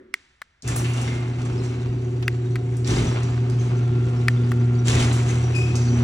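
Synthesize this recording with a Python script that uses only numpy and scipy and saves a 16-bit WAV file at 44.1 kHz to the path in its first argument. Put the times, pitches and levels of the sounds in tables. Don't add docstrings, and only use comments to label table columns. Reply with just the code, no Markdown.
import sys
import numpy as np
from scipy import signal
from scipy.fft import rfft, irfft, next_fast_len
from scipy.io import wavfile

SR = 44100
rng = np.random.default_rng(int(sys.argv[2]) if len(sys.argv) > 2 else 0)


def to_wav(s):
    ch = np.atleast_2d(s).T
    pcm = np.round(np.clip(ch, -1, 1) * 32767)
    wavfile.write(sys.argv[1], SR, pcm.astype(np.int16))


N = 266055
TIME = np.arange(N) / SR
SIZE = next_fast_len(N + SR, True)
FREQS = np.maximum(np.arange(SIZE // 2 + 1) * SR / SIZE, 1)


def from_db(db):
    return 10 ** (np.asarray(db) / 20)


def rms_one(x):
    return x / np.sqrt(np.mean(x ** 2) + 1e-20)


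def in_time(rows):
    s, *columns = np.transpose(rows)
    return [np.interp(TIME, s, column) for column in columns]


def in_frequency(rows):
    hz, *columns = np.transpose(rows)
    return [np.interp(np.log(FREQS), np.log(hz), column) for column in columns]


def colour(x, spectrum):
    gain = rms_one(from_db(in_frequency(spectrum)[0]))
    return irfft(rfft(x, SIZE) * gain, SIZE)[..., :N]


def stereo_noise():
    return rng.standard_normal((2, N))


def noise_around(hz, width, size):
    band = signal.butter(2, [hz / width, hz * width], "band", fs=SR, output="sos")
    return rms_one(signal.sosfilt(band, rng.standard_normal((2, size))))


def drift(rate):
    step, settle = 40, 2000
    r = np.exp(-2 * np.pi * rate * step / SR)
    noise = rng.standard_normal(N // step + 2 + settle)
    slow = signal.lfilter([1], [1, -2 * r, r * r], noise)[settle:]
    return np.interp(np.arange(N) / step, np.arange(len(slow)), rms_one(slow))


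def turning(hz):
    return 2 * np.pi * (np.cumsum(hz) / SR + rng.random())


def lowpass(x, hz):
    return signal.lfilter(*signal.butter(1, hz, fs=SR), x)


def gate(start, end, edge_s):
    return np.clip(np.minimum(TIME - start, end - TIME) / edge_s, 0, 1)


def garage(x, t60_s=1, treble_t60_s=0.14):
    t = TIME[:SR]
    noise = rng.standard_normal((2, SR))
    dull = lowpass(noise, hz=3450)
    bright = noise - dull
    tail = dull * from_db(-60 * t / t60_s) + bright * from_db(-60 * t / treble_t60_s)
    build_up = 1 - np.exp(-t / 0.00096)
    tail = rms_one(tail * build_up) / np.sqrt(SR)
    return signal.fftconvolve(x[None], tail, axes=1)[:, :N]


# (frequency [Hz], relative level per Hz [dB])
STILL_AIR = [(25, -12), (70, -2.5), (300, -23.5), (800, -21.5), (1800, -16.5), (3000, -26), (16000, -53)]
# (frequency [Hz], relative level per Hz [dB])
LOW_RING = [(170, -25), (255, 0), (315, -10), (375, 4.5), (440, -22), (530, -14), (800, -39), (1200, -28),
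            (1900, -25.5), (2700, -46), (6000, -58)]


def quiet_room(air_db=-65, ring_db=-44, ring_t60=0.57):
    ring_level = from_db(ring_db - 60 * np.minimum(TIME, 2) / ring_t60)
    ring = ring_level * colour(stereo_noise(), LOW_RING)
    return ring + from_db(air_db) * colour(stereo_noise(), STILL_AIR)


# (start [s], length [s], pitch [Hz], starting level before mixing [dB],
# octave against the note [dB], pitch wander [Hz], fade, negative where it grows [dB per s])
SQUEAKS = [(4.779, 0.035, 5750, -48, -45, 150, 1), (5.25, 0.55, 5850, -54, -37, 40, -6),
           (5.538, 0.2, 2535, -29.5, -13, 70, 72), (5.796, 0.3, 5880, -46.5, -47, 45.4, 4),
           (5.864, .035, 4490, -44, -45, 222, 0)]


def squeaks(edge_s=0.012, direct_db=-1.0, room_db=-10, flutter_db=1.5, slips_per_s=35, slip_db=4.0):
    out = 0
    for s, length, hz, db, octave_db, wander_hz, fade in SQUEAKS:
        phase = turning(hz + wander_hz * drift(300))
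        level = from_db(db - fade * np.clip(TIME - s, 0, length)) * gate(s, s + length, edge_s)
        out = out + level * (np.sin(phase) + from_db(octave_db) * np.sin(2 * phase))
    slips = np.sin(turning(slips_per_s + 4 * drift(9.3)))
    roughness = from_db(flutter_db * drift(34) + slip_db * slips)
    out = np.sqrt(2) * out * roughness
    return from_db(direct_db) * out + from_db(room_db) * garage(out)


# (time [s], level before mixing [dB], pitch [Hz], clatter's 60 dB decay [s])
CLANKS = [(0.623, -34.5, 5600, 0.06), (.677, -22.5, 7330, 0.11), (.683, -26, 1440, 0.058),
          (0.76, -18.5, 9750, 0.16), (.845, -24, 2650, 0.09), (.935, -29, 6090, 0.09),
          (1.015, -27.5, 6950, .08), (1.0775, -23.5, 2080, 0.055), (1.453, -36, 5980, 0.077),
          (1.646, -39, 5500, 0.094), (2.768, -35, 8060, 0.044), (2.846, -28, 4330, 0.04),
          (2.875, -28, 6280, .08), (2.906, -26.5, 4330, 0.097), (2.985, -28, 2920, .08),
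          (3.232, -32, 5760, 0.053), (3.499, -32, 6330, 0.024), (4.872, -28, 6330, 0.082),
          (4.98, -26, 3240, .08), (5.127, -27, 7300, 0.28), (5.551, -31.5, 7240, 0.36),
          (5.755, -25.5, 6350, 0.14)]


def clanks(direct_db=-9.5, room_db=-8, width=1.46, crack_db=3, crack_t60=0.0066, chatter_db=2.5,
           ring_db=-4, ring_width=1.05):
    out, t = np.zeros((2, N + SR)), TIME[:SR // 3]
    chatter = from_db(chatter_db * drift(110))
    for s, db, hz, t60 in CLANKS:
        at = round(s * SR)
        fading = from_db(-60 * t / t60) * np.roll(chatter, -at)[:len(t)]
        crack = from_db(crack_db - 60 * t / crack_t60)
        scrape = noise_around(hz, width, len(t)) * (fading + crack)
        ring = noise_around(hz, ring_width, len(t)) * from_db(ring_db) * fading
        out[:, at:at + len(t)] += from_db(db) * (scrape + ring)
    return from_db(direct_db) * out[:, :N] + from_db(room_db) * garage(out[0, :N])


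def loose_parts(count=330, low_hz=1800, high_hz=8000, t60=0.043, spread_db=4.5):
    out, t = np.zeros(N + SR), TIME[:SR // 16]
    for when, pitch, size in rng.random((count, 3)):
        at = int(when * N)
        hz = low_hz * (high_hz / low_hz) ** pitch
        level = from_db(-spread_db * np.log(size + .05) - 60 * t / t60)
        out[at:at + len(t)] += level * np.sin(2 * np.pi * hz * t)
    return rms_one(out[:N] + garage(out[:N]))


def run_up(start, spin_up_s=0.045):
    return np.clip((TIME - start) / spin_up_s, 0, 1)


# (start [s], panel rumble [dB], rollers [dB], chain rattle [dB], drone of the drive [dB])
OPENERS = [(0.627, -35.5, -46.5, -54.5, -41.5), (2.828, -37.5, -43.5, -57, -47.5),
           (4.85, -34.5, -39, -50.5, -32)]
# (time [s], hold [s], panel rumble [dB], rollers [dB], chain and hinge rattle [dB])
LURCHES = [(0.633, 0.18, -30.5, -36.5, -40.5), (0.927, .16, -34.5, -36.5, -42.5),
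           (1.35, 0.36, -38.5, -41.5, -49.5), (2.844, 0.13, -28, -32.5, -32), (2.865, .11, -21.5, -41, -47),
           (3.562, 0.072, -34, -43, -45.5), (4.09, 0.13, -35.5, -44, -54), (4.842, 0.17, -25, -30, -28.5),
           (5.243, 0.048, -43, -52, -36), (5.928, 0.09, -33, -36.5, -59)]
# (attack [s], 60 dB decay [s])
LURCH_SHAPES = [(0.076, 0.83), (0.062, 2.08), (0.046, 0.81)]


def door_levels():
    gains = []
    for part, (attack_s, t60) in enumerate(LURCH_SHAPES):
        power = sum(run_up(s) * from_db(dbs[part]) ** 2 for s, *dbs in OPENERS)
        for s, hold_s, *dbs in LURCHES:
            attack = np.clip((TIME - s) / attack_s, 0, 1)
            release_db = -60 * np.maximum(TIME - s - hold_s, 0) / t60
            power = power + (attack * from_db(dbs[part] + release_db)) ** 2
        gains.append(np.sqrt(power))
    return gains


def contacts(per_s, spread_db):
    strength_db = spread_db * np.minimum(rng.exponential(1, N), 4)
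    sizes = from_db(strength_db) * rng.choice([-1, 1], N)
    return rms_one(sizes * (rng.random(N) < per_s / SR))


def jolting_metal(spectrum, per_s, jolt_db):
    ticks = np.array([contacts(per_s, spread_db=2.5) for side in range(2)])
    ticks = ticks * from_db(jolt_db * drift(22))
    return rms_one(colour(stereo_noise() + ticks, spectrum))


# (frequency [Hz], relative level per Hz [dB])
RUMBLE = [(28, -30), (50, -0.5), (80, 2), (105, 1.5), (145, 4.5), (195, -4), (270, -2), (325, -3),
          (400, -4), (480, -13), (620, -18.5), (1000, -54.5)]
# (frequency [Hz], relative level per Hz [dB])
ROLLERS = [(300, 4.5), (520, 4), (720, 8), (1000, 3.5), (1400, 2.5), (1900, -3.5), (2600, 0), (3400, -9),
           (4600, -11.5), (6500, -22.5), (16000, -56)]
# (frequency [Hz], relative level per Hz [dB])
RATTLE = [(700, -9), (2000, 5), (3200, 7), (4900, 0.5), (6000, 6), (7600, 4), (9000, 0), (10200, 1.5),
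          (11500, -42), (14500, -11), (16500, -11)]


def doors(rollers_db=-.5, rattle_db=-1.4, loose_db=-4.5):
    rumble, rollers, rattle = door_levels()
    out = rumble * from_db(1.33 * drift(7.5)) * colour(stereo_noise(), RUMBLE)
    out = out + rollers * from_db(rollers_db) * jolting_metal(ROLLERS, per_s=700, jolt_db=2.1)
    out = out + rattle * from_db(rattle_db) * jolting_metal(RATTLE, per_s=900, jolt_db=3.5)
    return out + rattle * from_db(loose_db) * loose_parts()


# (time [s], level of the hum [dB], level of its octave [dB])
HUM = [(0.75, -24, -40.5), (0.91, -21.5, -45), (1.12, -25.5, -37.5), (2.74, -23.5, -49), (2.94, -21.5, -32),
       (3.1, -22, -42), (4.64, -19, -30), (5.43, -20, -35.5), (5.52, -20, -44), (6.0, -19, -25)]
# (multiple of the hum's pitch, level [dB], share of the hum's swing that it follows)
HUM_OVERTONES = [(3, -40, 0.31), (4, -53, 0.76), (6, -54.5, 1.0)]
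# (start [s], end [s], pitch [Hz], level [dB], pitch wander [Hz])
GEARS = [(0.65, 3.65, 268, -42.5, 4.1), (1.4, 6.2, 379.7, -39.5, 3.5), (3.7, 4.9, 1390, -53, 5)]


def motors(hum_hz=120.25, drone_hz=84, drone_db=-2, gear_edge_s=0.078):
    first, second = in_time(HUM)
    hum_phase = turning(hum_hz + 0.19 * drift(3.64))
    harmonics = [(1, first + 0.7 * drift(4.0)), (2, second + 0.7 * drift(5.9))]
    swing = first - first.mean()
    for multiple, db, share in HUM_OVERTONES:
        harmonics.append((round(multiple), db + share * swing + 2.5 * drift(4.6)))
    out = sum(from_db(db) * np.cos(k * hum_phase) for k, db in harmonics)

    drone = np.sqrt(sum(run_up(s) * from_db(db + drone_db) ** 2 for s, *door, db in OPENERS))
    drone = drone * from_db(2 * drift(6.9))
    out = out + drone * np.sin(turning(drone_hz + 2 * drift(8.2)))

    for start, end, hz, db, wander_hz in GEARS:
        level = gate(start, end, gear_edge_s) * from_db(db + 1.24 * drift(17))
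        out = out + level * np.sin(turning(hz + wander_hz * drift(8.05)))
    first_start = OPENERS[0][0]
    return np.sqrt(2) * run_up(first_start) ** 2 * out


# (time [s], level [dB], centre [Hz], 60 dB decay [s])
THUMB_RUB = (2.226, -34, 1900, .07)


def thumb():
    s, db, hz, t60 = THUMB_RUB
    fading = from_db(db - 60 * np.clip(TIME - s, 0, 1) / t60)
    return noise_around(hz, 2, N) * (TIME >= s) * fading


# (frequency [Hz], relative level per Hz [dB])
CLICK_IN_ROOM = [(500, -16.5), (1300, -4.5), (2100, 2.5), (3300, -2.5), (9000, -6), (14000, -30)]


def click_echo(room_db=-3):
    kicks = np.zeros(N)
    for s, db, *rest in BUTTONS:
        kicks[round(s * SR)] = from_db(db + room_db)
    return colour(garage(kicks), CLICK_IN_ROOM)


# (time [s], level over 5 ms [dB], tuning of the case under the
# grip [ratio], ring length [ratio], first bounce after [s], bounce level [dB], loss per further bounce [dB],
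# contact brightness [Hz], left against right [dB])
BUTTONS = [(0.1403, -18, 1.046, 1.1, .00095, -7, 18, 11900, -1),
           (0.4175, -30, 0.88, 0.78, 0.0019, -4, 3.5, 2600, 2.5),
           (2.2799, -16.8, 1.076, .75, 0.000625, -7, 0, 3200, 1.5),
           (2.557, -28, 0.97, 0.64, 0.0039, -4.5, 6, 5228, 2.5),
           (4.2828, -13.6, 0.985, 1.4, 0.00171, -6.5, 11, 3900, 2.5),
           (4.5178, -26.5, 0.81, 0.79, .0015, -6, 7, 1400, 2.5)]
# (pitch [Hz], relative level [dB], 60 dB decay [s])
CASE = [(1270, -8, 0.0024), (1490, -4.3, 0.013), (1810, -6, 0.017), (2033, 1.5, 0.0084),
        (2570, -4.5, 0.008), (3270, -14.5, 0.011), (4550, -9, 0.0058), (5300, -11.5, 0.005),
        (9000, -2.5, 0.0014)]


def remote(snap_db=-22, snap_t60=0.018, bounce_shrink=0.8):
    out, t = np.zeros((2, N)), TIME[:SR // 20]
    for s, db, tuning, ring, bounce_s, bounce_db, loss_db, bright_hz, pan_db in BUTTONS:
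        click, delay = 0, 0
        for touch in range(4):
            age = np.maximum(t - delay, 0)
            touch_db = bounce_db - loss_db * (touch - 1) if touch else 0
            for k, (hz, mode_db, t60) in enumerate(CASE):
                fading = from_db(touch_db + mode_db - 60 * age / (t60 * ring))
                sign = (-1) ** k
                click = click + sign * fading * np.sin(2 * np.pi * hz * tuning * age)
            delay += bounce_s * bounce_shrink ** touch
        snap = from_db(snap_db - 60 * t / snap_t60) * rng.standard_normal((2, len(t)))
        click = lowpass(click, bright_hz) + snap
        energy = np.sum(click ** 2, axis=1, keepdims=True)
        click = click / np.sqrt(energy / (.005 * SR))
        at = round(s * SR)
        out[:, at:at + len(t)] += click * from_db([[db + pan_db / 2], [db - pan_db / 2]])
    return out


# (frequency [Hz], likeness of the two sides [0 to 1], phase by which left leads [rad])
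PORTS = [(200, 1, 0), (410, 1, 0.78), (630, 0.54, 1.9), (1050, 0.61, 1.5), (1410, 0.57, 1.08),
         (2160, 0.94, 1), (2750, 0.14, 3.5), (3340, 0.38, 0.5), (5370, 0.24, 1.2), (5530, 0.98, -0.26),
         (8670, 0.54, -2), (10770, 1, -3.5), (15600, 1, -2.5)]


def microphones(direct, diffuse):
    alike, lead = in_frequency(PORTS)
    common, apart = rfft(diffuse, SIZE)
    common = common * np.sqrt((1 + alike) / 2)
    apart = apart * np.sqrt((1 - alike) / 2)
    near_left, near_right = rfft(direct, SIZE)
    left = common + apart + near_left
    right = (common - apart) * np.exp(-1j * lead) + near_right * np.exp(-1j * lead * alike)
    return irfft(np.array([left, right]), SIZE)[:, :N]


def scene():
    diffuse = quiet_room() + squeaks() + clanks() + doors() + click_echo()
    direct = motors() + thumb() + remote()
    return microphones(direct, diffuse)


def record(dry):
    return signal.sosfilt(signal.ellip(10, .1, 90, 16000, fs=SR, output="sos"), dry)


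dry = scene()
out = record(dry)
to_wav(out)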